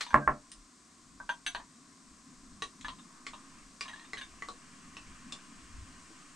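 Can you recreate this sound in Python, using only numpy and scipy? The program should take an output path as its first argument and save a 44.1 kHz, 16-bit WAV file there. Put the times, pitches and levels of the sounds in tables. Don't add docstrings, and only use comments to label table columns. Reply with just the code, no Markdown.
import sys
import numpy as np
from scipy import signal
from scipy.fft import rfft, irfft
from scipy.io import wavfile
from scipy.ndimage import uniform_filter1d

SR = 44100
rng = np.random.default_rng(int(sys.argv[2]) if len(sys.argv) > 2 else 0)


def gain_from_decibels(decibels):
    exponent = np.asarray(decibels, float) / 20
    return 10 ** exponent


def transcribe(signal):
    frames = np.atleast_2d(signal).T
    limited = np.clip(frames, -1, 1)
    pcm = np.round(limited * 32767).astype(np.int16)
    wavfile.write(sys.argv[1], SR, pcm)


N = 280035

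# frequency in Hz, likeness from 0 to 1.
LIKENESS = [(60, .97), (250, .93), (600, .88), (1200, .8), (2000, .68), (4000, .65), (6500, .82),
            (8500, .94), (10300, .82), (12500, .15)]


def evened(x):
    return x / np.sqrt(np.mean(x ** 2) + 1e-20)


def peaked(x, db):
    return gain_from_decibels(db) * x / abs(x).max()


def read(points, hz):
    f, value = np.transpose(points)
    return np.interp(np.log(hz + 1), np.log(f + 1), value)


def curve(points):
    return np.interp(np.arange(N) / SR, *np.transpose(points))


def add(mix, s, sound):
    part = mix[round(s * SR):][:len(sound)]
    part += sound[:len(part)]


def hump(hz, centre_hz, width_hz):
    return 1 / (1 + (2 * (hz - centre_hz) / width_hz) ** 2)


def ring(hz, db, t60, rise=0.00046):
    t = np.arange(SR // 2) / SR
    swell = 1 - np.exp(-(t / rise) ** 2)
    return swell * gain_from_decibels(db - 60 * t / t60) * np.sin(2 * np.pi * hz * t)


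def burst(colour, t60):
    t = np.arange(SR // 2) / SR
    puff = irfft(rfft(rng.standard_normal(len(t))) * colour)
    return evened(puff) * gain_from_decibels(-60 * t / t60)


def chatter(seconds, count):
    out = np.zeros(round(.05 * SR))
    when, size = rng.random(count), rng.standard_normal(count)
    np.add.at(out, (when * seconds * SR).astype(int), 0.4 * size * (1 - when))
    out[0] = 1
    return out / np.linalg.norm(out)


def lumps(seconds):
    size = round(seconds * SR)
    return evened(uniform_filter1d(uniform_filter1d(rng.standard_normal(N), size), size))


def noise(gain, patchy_db, size=1024):
    # frequency in Hz, left minus right in dB.
    balance = [(60, 1.7), (180, 2), (550, 0), (1650, 4), (4970, 2.1), (8500, 1), (10500, 1.5),
               (13000, 11.5)]
    frames, hz = 4 * N // size + 5, np.fft.rfftfreq(size, 1 / SR)
    a, b, c, d, patches = rng.standard_normal((frames, len(hz), 5)).T
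    patches = uniform_filter1d(patches, size=12, axis=0)
    patches = evened(uniform_filter1d(patches, size=10, axis=1))
    alike = read(LIKENESS, hz)[:, None]
    left, other = a + 1j * b, c + 1j * d
    z = np.array([left, alike * left + np.sqrt(1 - alike ** 2) * other])
    z *= gain(hz)[:, None] * gain_from_decibels(patchy_db * patches)
    z *= gain_from_decibels(np.outer([.5, -.5], read(balance, hz)))[:, :, None]
    return evened(signal.istft(z, nperseg=size, noverlap=3 * size // 4)[1][:, :N])


def knocks():
    # start in seconds, blow peak in dB, boom in dB re that peak.
    knock_rows = [(0.131, -33.5, -50), (0.1425, -7, -26), (0.276, -12, -30.5)]
    # frequency in Hz, level in dB re
    # the other modes, t60 in seconds.
    knock_modes = [(143.5, -36, 0.18), (293, -5.5, 0.28), (460, -39, 0.75), (599.4, 3.5, 0.14),
                   (685, -8, 0.25), (923, -3, 0.063), (1080, 16, 0.046), (1240, -20.5, 0.27),
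                   (1340, -1.5, 0.11), (1445, -66, 4), (1720, -26.5, 0.41), (2120, -41, 0.2),
                   (2100, -35.5, 0.15), (2270, -50, 0.17)]
    # start in seconds, frequency in Hz, level in dB,
    # t60 in seconds.
    hum_rows = [(0.024, 4700, -42, 0.067), (.075, 6100, -54, 0.12), (.085, 3523, -64.5, 0.48),
                (.215, 1580, -32.5, 0.14)]
    blow = ring(1175, 0, 0.011, rise=0.00045) + ring(1663, -2.6, 0.013, rise=0.00067)
    blow += ring(2350, -2.5, .006, rise=0.0022)
    body = blow + gain_from_decibels(-26) * sum(ring(*mode) for mode in knock_modes)
    soft = signal.convolve(body, signal.windows.hann(20))[:len(body)]
    f, out = np.fft.rfftfreq(len(body), 1 / SR), np.zeros(N)
    boom_colour = hump(f, 236, 300) ** 2 * f / (f + 60)
    rattle_colour = hump(f, 1000, 2100) ** 2 * (f > 400)
    for s, db, boom_db in knock_rows:
        boom = ring(142, -1.1, 0.33, rise=0.0035) + ring(242, 0, 0.2, rise=0.0061)
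        boom += gain_from_decibels(1.5) * burst(boom_colour, 0.2)
        add(out, s, peaked(soft, db) + gain_from_decibels(db + boom_db) * boom)
        add(out, s, gain_from_decibels(db - 52) * burst(f > 4000, 0.06))
        add(out, s, gain_from_decibels(db - 27.5) * burst(rattle_colour, 0.19))
    for s, *mode in hum_rows:
        add(out, s, ring(*mode, rise=.012))
    return out


def clinks():
    # start in seconds, peak in dB, main ring in Hz,
    # low ring in dB, upper rings in dB (both re the main ring).
    clink_rows = [(.065, -40, 1660, 8, -3), (0.106, -38, 1596, -3, -14), (1.2004, -38, 1550, 1.5, -36),
                  (1.292, -25.5, 1570, -4.5, -13), (1.4638, -26, 1626, -16, 0),
                  (1.548, -27, 1646, -3.5, -9.5), (1.599, -42, 1780, 6, -21),
                  (2.846, -33.5, 1732, -1.5, -10.5), (2.883, -34, 1576, 14.5, 6),
                  (2.987, -50.5, 1670, 10.5, 2), (3.334, -40, 1730, 24, 13), (3.837, -46, 1780, -14, 2),
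                  (3.855, -42, 1750, 8, -5.5), (3.881, -40.5, 1750, -13, 6), (3.895, -39, 1900, -2, -20),
                  (3.933, -42.5, 1740, -4.5, -10.5), (3.96, -46.5, 1800, 1, -4), (3.995, -46, 1860, 0, -10),
                  (4.02, -50, 1857, -7, -10), (4.045, -50, 1670, 8, 1), (4.172, -37, 1678, -11, -4),
                  (4.18, -39, 1665, -10, -5.5), (4.212, -37, 1664, -5.5, -3.5)]
    # nominal frequency in Hz, level in dB re its group,
    # t60 in seconds.
    glass_rings = [(700, -12, .03), (2350, -8, .025), (2780, -6, .025), (6190, 0, .06), (9770, -3, .04),
                   (11100, -8, .04), (13200, -10, .05), (14390, -6, .07)]
    # frequency in Hz, level in dB.
    grit_colours = [
        [(500, -59), (1200, -1.5), (2500, -5.5), (3600, -1.5), (4400, -14.5), (5500, -31)],
        [(3500, -5), (5000, -3), (6500, -2.5), (9500, -5), (12500, -3.5), (15500, -4)],
    ]
    # time in seconds, frequency in Hz.
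    low_ring_hz = [(1.6, 994), (2.8, 1035)]
    out, f = np.zeros(N), np.fft.rfftfreq(SR // 2, 1 / SR)
    for s, db, hz, low_db, upper_db in clink_rows:
        spread = 1 + .015 * rng.standard_normal()
        low_hz = np.interp(s, *np.transpose(low_ring_hz)) * spread
        treble_db = upper_db - 18.5 - 0.56 * low_db
        sound = ring(hz, 0, 0.048) + ring(1.7 * hz, upper_db - 10.5, .02)
        sound += ring(low_hz, low_db, .05, rise=0.00094)
        sound += ring(1.12 * low_hz, low_db - 7.5, 0.051)
        sound += ring(2.19 * hz, upper_db - 5, 0.04, rise=0.00024)
        for mode_hz, mode_db, t60 in glass_rings:
            detune = rng.standard_normal()
            level_db = mode_db + (treble_db if mode_hz > 5000 else upper_db)
            mode = ring(mode_hz * (1 + 0.0038 * detune), level_db, t60, rise=0.0001)
            sound += np.sign(detune) * mode
        for group_db, colour in zip((upper_db, treble_db), grit_colours):
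            sound += gain_from_decibels(group_db + 1.5) * burst(gain_from_decibels(read(colour, f)), 0.028)
        add(out, s, peaked(signal.oaconvolve(sound, chatter(.016, count=12)), db))
    return out


def ticks():
    # start in seconds, peak in dB, cavity in Hz, body in dB,
    # snap in dB (both re the cavity).
    tick_rows = [(.0085, -28.5, 2060, -6, -1), (.517, -40.5, 4320, -31, 4.5), (2.6212, -27, 1895, 7, 0),
                 (2.811, -42, 3430, -22, -2), (3.266, -30, 2080, -4.5, -8), (3.809, -30.5, 2396, -9, -5.5),
                 (4.133, -30, 2030, -7.5, -15.5), (4.422, -33, 2006, -6.5, -17.5),
                 (4.486, -33.5, 4020, 7.5, -10.5), (4.968, -37, 2650, -7, -12.5),
                 (5.323, -33.5, 3540, -12, -8.5)]
    # frequency in Hz, width in Hz, relative level in dB.
    thump_modes = [(379, 256, 7.5), (567, 300, 6), (950, 28, -14.5)]
    # frequency in Hz, level in dB.
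    snap_colour = [(300, -39), (1500, 12), (3000, 8.5), (6000, 2.5), (9000, -2.5), (11000, -13.5),
                   (15500, -7.5)]
    out, f = np.zeros(N), np.fft.rfftfreq(SR // 2, 1 / SR)
    thump = sum(ring(hz, db, 5.03 / width_hz) for hz, width_hz, db in thump_modes)
    for s, db, hz, body_db, snap_db in tick_rows:
        thump_db = -15.5 + 0.71 * body_db
        overtone_db = 3.5 + 1.55 * snap_db
        highpass = 1 / (1 + (0.53 * hz / (f + 1)) ** 4)
        crackle = burst(gain_from_decibels(read(snap_colour, f)) * highpass, 0.03)
        cavity = ring(hz, 0, 58 / hz, rise=.0006) + ring(2.05 * hz, overtone_db, 40 / hz, rise=.0001)
        body = ring(1119, body_db, 0.042, rise=.0008)
        pop = body + gain_from_decibels(thump_db) * thump + gain_from_decibels(snap_db) * crackle
        rough = signal.oaconvolve(pop, chatter(.006, count=6))[:len(pop)]
        add(out, s, peaked(cavity + rough, db))
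    return out


def pour():
    # time in seconds, level in dB once the fade-in is over.
    stream_level = [(2.2, -62), (2.8, -91.5), (3.15, -66), (3.55, -73.5), (3.75, -87), (4.04, -77),
                    (5.14, -72), (6.35, -74.5)]
    t, out = np.arange(N) / SR, np.zeros(N)
    bright = np.clip((t - 3.2) / 0.38, 0, 1)
    for k, hz in enumerate(np.geomspace(950, 2900, 24)):
        u = np.linspace(0, 1, round(9.0 * SR / hz))
        bubble = np.sin(2 * np.pi * 9.66 * (u + 0.021 * u ** 2)) * np.sqrt(u) * np.exp(-4.0 * u)
        train = (rng.random(N) < 160 / SR) * gain_from_decibels(2.23 * rng.exponential(1, N))
        out += signal.oaconvolve(train * gain_from_decibels(-k * (1 - bright)), bubble)[:N]
    fade_in = np.clip(t - stream_level[0][0], 0, .5) * 2
    return evened(out) * fade_in * gain_from_decibels(curve(stream_level))


def taps():
    # start in seconds, peak in dB, frequency in Hz.
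    tap_rows = [(2.622, -48, 342), (4.488, -45.5, 487), (5.33, -54, 578), (6.104, -50, 330)]
    t60_s = 0.053
    out, f = np.zeros(N), np.fft.rfftfreq(SR // 2, 1 / SR)
    for s, db, hz in tap_rows:
        puff = gain_from_decibels(-2.5) * burst(hump(f, 0.94 * hz, 800) ** 2 * (f > hz / 2), t60_s)
        add(out, s, peaked(ring(hz, 0, t60_s, rise=0.0015) + puff, db))
    return out


def scrape():
    # frequency in Hz, level in dB.
    scrape_colour = [(290, -57.5), (500, -22), (788, -0.5), (1450, -0.5), (4600, -2), (9000, -14.5),
                     (11900, -25), (15000, -51)]
    jolt_s, jolt_db, jolt_rise_s, jolt_t60_s = 0.0094, -33, 0.0014, 0.11
    drag_db, drag_end_s, drag_fade_s = -58, .145, .01
    t = np.arange(N) / SR
    since = t - jolt_s
    jolt = gain_from_decibels(jolt_db - 60 * np.maximum(since, 0) / jolt_t60_s)
    jolt *= np.exp(np.minimum(since, 0) / jolt_rise_s)
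    drag = gain_from_decibels(drag_db) * np.clip((drag_end_s - t) / drag_fade_s, 0, 1)
    hiss = noise(lambda hz: gain_from_decibels(read(scrape_colour, hz)), patchy_db=2, size=256)
    return hiss * (jolt + drag)


def hush():
    # frequency in Hz, level in dB.
    air_colour = [(90, -20), (270, 0), (420, -16.5), (560, -19.5), (740, -13.5), (860, -25.5), (1060, -3.5),
                  (1250, -12.5), (1750, -15.5), (2000, -16), (3000, -21.5), (4800, -15.5), (8400, -13.5),
                  (10200, -30), (12800, -42.5), (14000, -47.5), (15500, -72)]
    # time in seconds, rms level in dB.
    air_level = [(0.0, -60), (1.2, -60), (3.5, -57.5), (6.35, -56.5)]
    # time in seconds, rms level in dB.
    drone_level = [(0.6, -73), (1.0, -67.5), (2.8, -60), (3.8, -64), (5.3, -58.5), (6.35, -63)]
    # frequency in Hz, width in Hz, relative level in dB.
    drone_peaks = [(185, 100, 1), (252.8, 24, 6.5)]
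    # centre in seconds, 1/e half-length in seconds,
    # deep level in dB, upper level in dB.
    swell_rows = [(1.08, 0.042, -62, -86), (1.235, 0.06, -68, -61.5), (1.587, .12, -68.5, -81.5),
                  (2.116, 0.065, -64, -76), (2.44, 0.091, -56.5, -72), (2.883, 0.079, -53.5, -68),
                  (3.32, 0.047, -67, -62), (3.594, .08, -65, -72), (4.183, 0.2, -65, -66),
                  (4.864, 0.04, -59, -61.5), (5.186, 0.2, -59, -64), (5.84, .22, -74, -52)]
    air = noise(lambda hz: gain_from_decibels(read(air_colour, hz)), patchy_db=0.05)
    drone = noise(lambda hz: sum(gain_from_decibels(db) * hump(hz, f, w) for f, w, db in drone_peaks),
                  patchy_db=3.0, size=2048)
    deep = noise(lambda hz: hump(hz, 27.6, 34) ** 2, patchy_db=3.8, size=4096)
    upper = noise(lambda hz: hump(hz, 64, 80) ** 2, patchy_db=4.6, size=2048)
    t, out = np.arange(N) / SR, air * gain_from_decibels(curve(air_level)) + drone * gain_from_decibels(curve(drone_level))
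    for band, column, floor_db in ((deep, 2, -80.5), (upper, 3, -81.5)):
        swells = sum(gain_from_decibels(row[column]) * np.exp(-((t - row[0]) / row[1]) ** 2) for row in swell_rows)
        out += band * (gain_from_decibels(floor_db + 8 * lumps(0.14)) + swells)
    return out


def cabin(x):
    # frequency in Hz, t60 in seconds.
    cabin_t60 = [(150, .3), (600, 0.17), (1500, 0.12), (4000, 0.16), (10000, 0.17)]
    echoes = np.zeros((2, SR // 2))
    slots = np.arange(130, SR // 2 - 20, 20)
    at = slots + rng.integers(0, 20, (2, len(slots)))
    np.put_along_axis(echoes, at, rng.choice([-1., 1.], at.shape), 1)
    hz, t, z = signal.stft(echoes, SR, nperseg=128)
    alike = read(LIKENESS, hz)[:, None]
    z[1] = alike * z[0] + np.sqrt(1 - alike ** 2) * z[1]
    cluster = 1 + 0.26 * np.exp(-((t - .017) / 0.0035) ** 2)
    decay = gain_from_decibels(-60 * t / read(cabin_t60, hz)[:, None])
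    tail = signal.istft(z * cluster * decay, SR, nperseg=128)[1]
    return signal.fftconvolve(x[None], tail / np.linalg.norm(tail[0]), axes=1)[:, :N]


def microphone(x):
    # frequency in Hz, gain in dB.
    response = [(60, 12), (120, -0.5), (9000, 6), (11000, -8.5), (15000, -24.5), (16000, -47)]
    colour = gain_from_decibels(read(response, np.fft.rfftfreq(1024, 1 / SR)))
    return signal.oaconvolve(x, np.roll(irfft(colour), 512)[None], "same", axes=1)


def ports(x):
    # frequency in Hz, radians by which left leads.
    port_phase = [(400, 0), (1100, -.45), (2000, -.7), (4000, -.25), (6500, 0), (10500, 0), (12500, .4)]
    turn = np.outer([.5j, -.5j], read(port_phase, np.fft.rfftfreq(N, 1 / SR)))
    return irfft(rfft(x) * np.exp(turn), N)


def scene():
    table, glass, pops, stream = knocks(), clinks(), ticks() + taps(), pour()
    near = table * gain_from_decibels([[-1.2], [1.2]])
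    near = near + (glass + stream) * gain_from_decibels([[.3], [-.3]])
    near += pops * gain_from_decibels([[.2], [-.2]])
    far = cabin(gain_from_decibels(-2) * table)
    far += cabin(gain_from_decibels(2.0) * glass + gain_from_decibels(7) * stream)
    far += cabin(gain_from_decibels(1.0) * pops)
    return ports(microphone(near + far) + scrape() + hush())


def top_cut(x):
    return signal.sosfilt(signal.butter(12, 15590, fs=SR, output="sos"), x)


def record(dry):
    power_db = 10 * np.log10(abs(uniform_filter1d((dry ** 2).mean(0), size=400)) + 1e-12)
    fall_db = np.arange(N) * 60 / SR
    tracked_db = np.maximum.accumulate(power_db + fall_db) - fall_db
    over_db = np.maximum(tracked_db + 26.5, 0)
    mix = dry / gain_from_decibels(0.04 * uniform_filter1d(over_db, size=200))
    return top_cut(mix)


dry = scene()
out = record(dry)
transcribe(out)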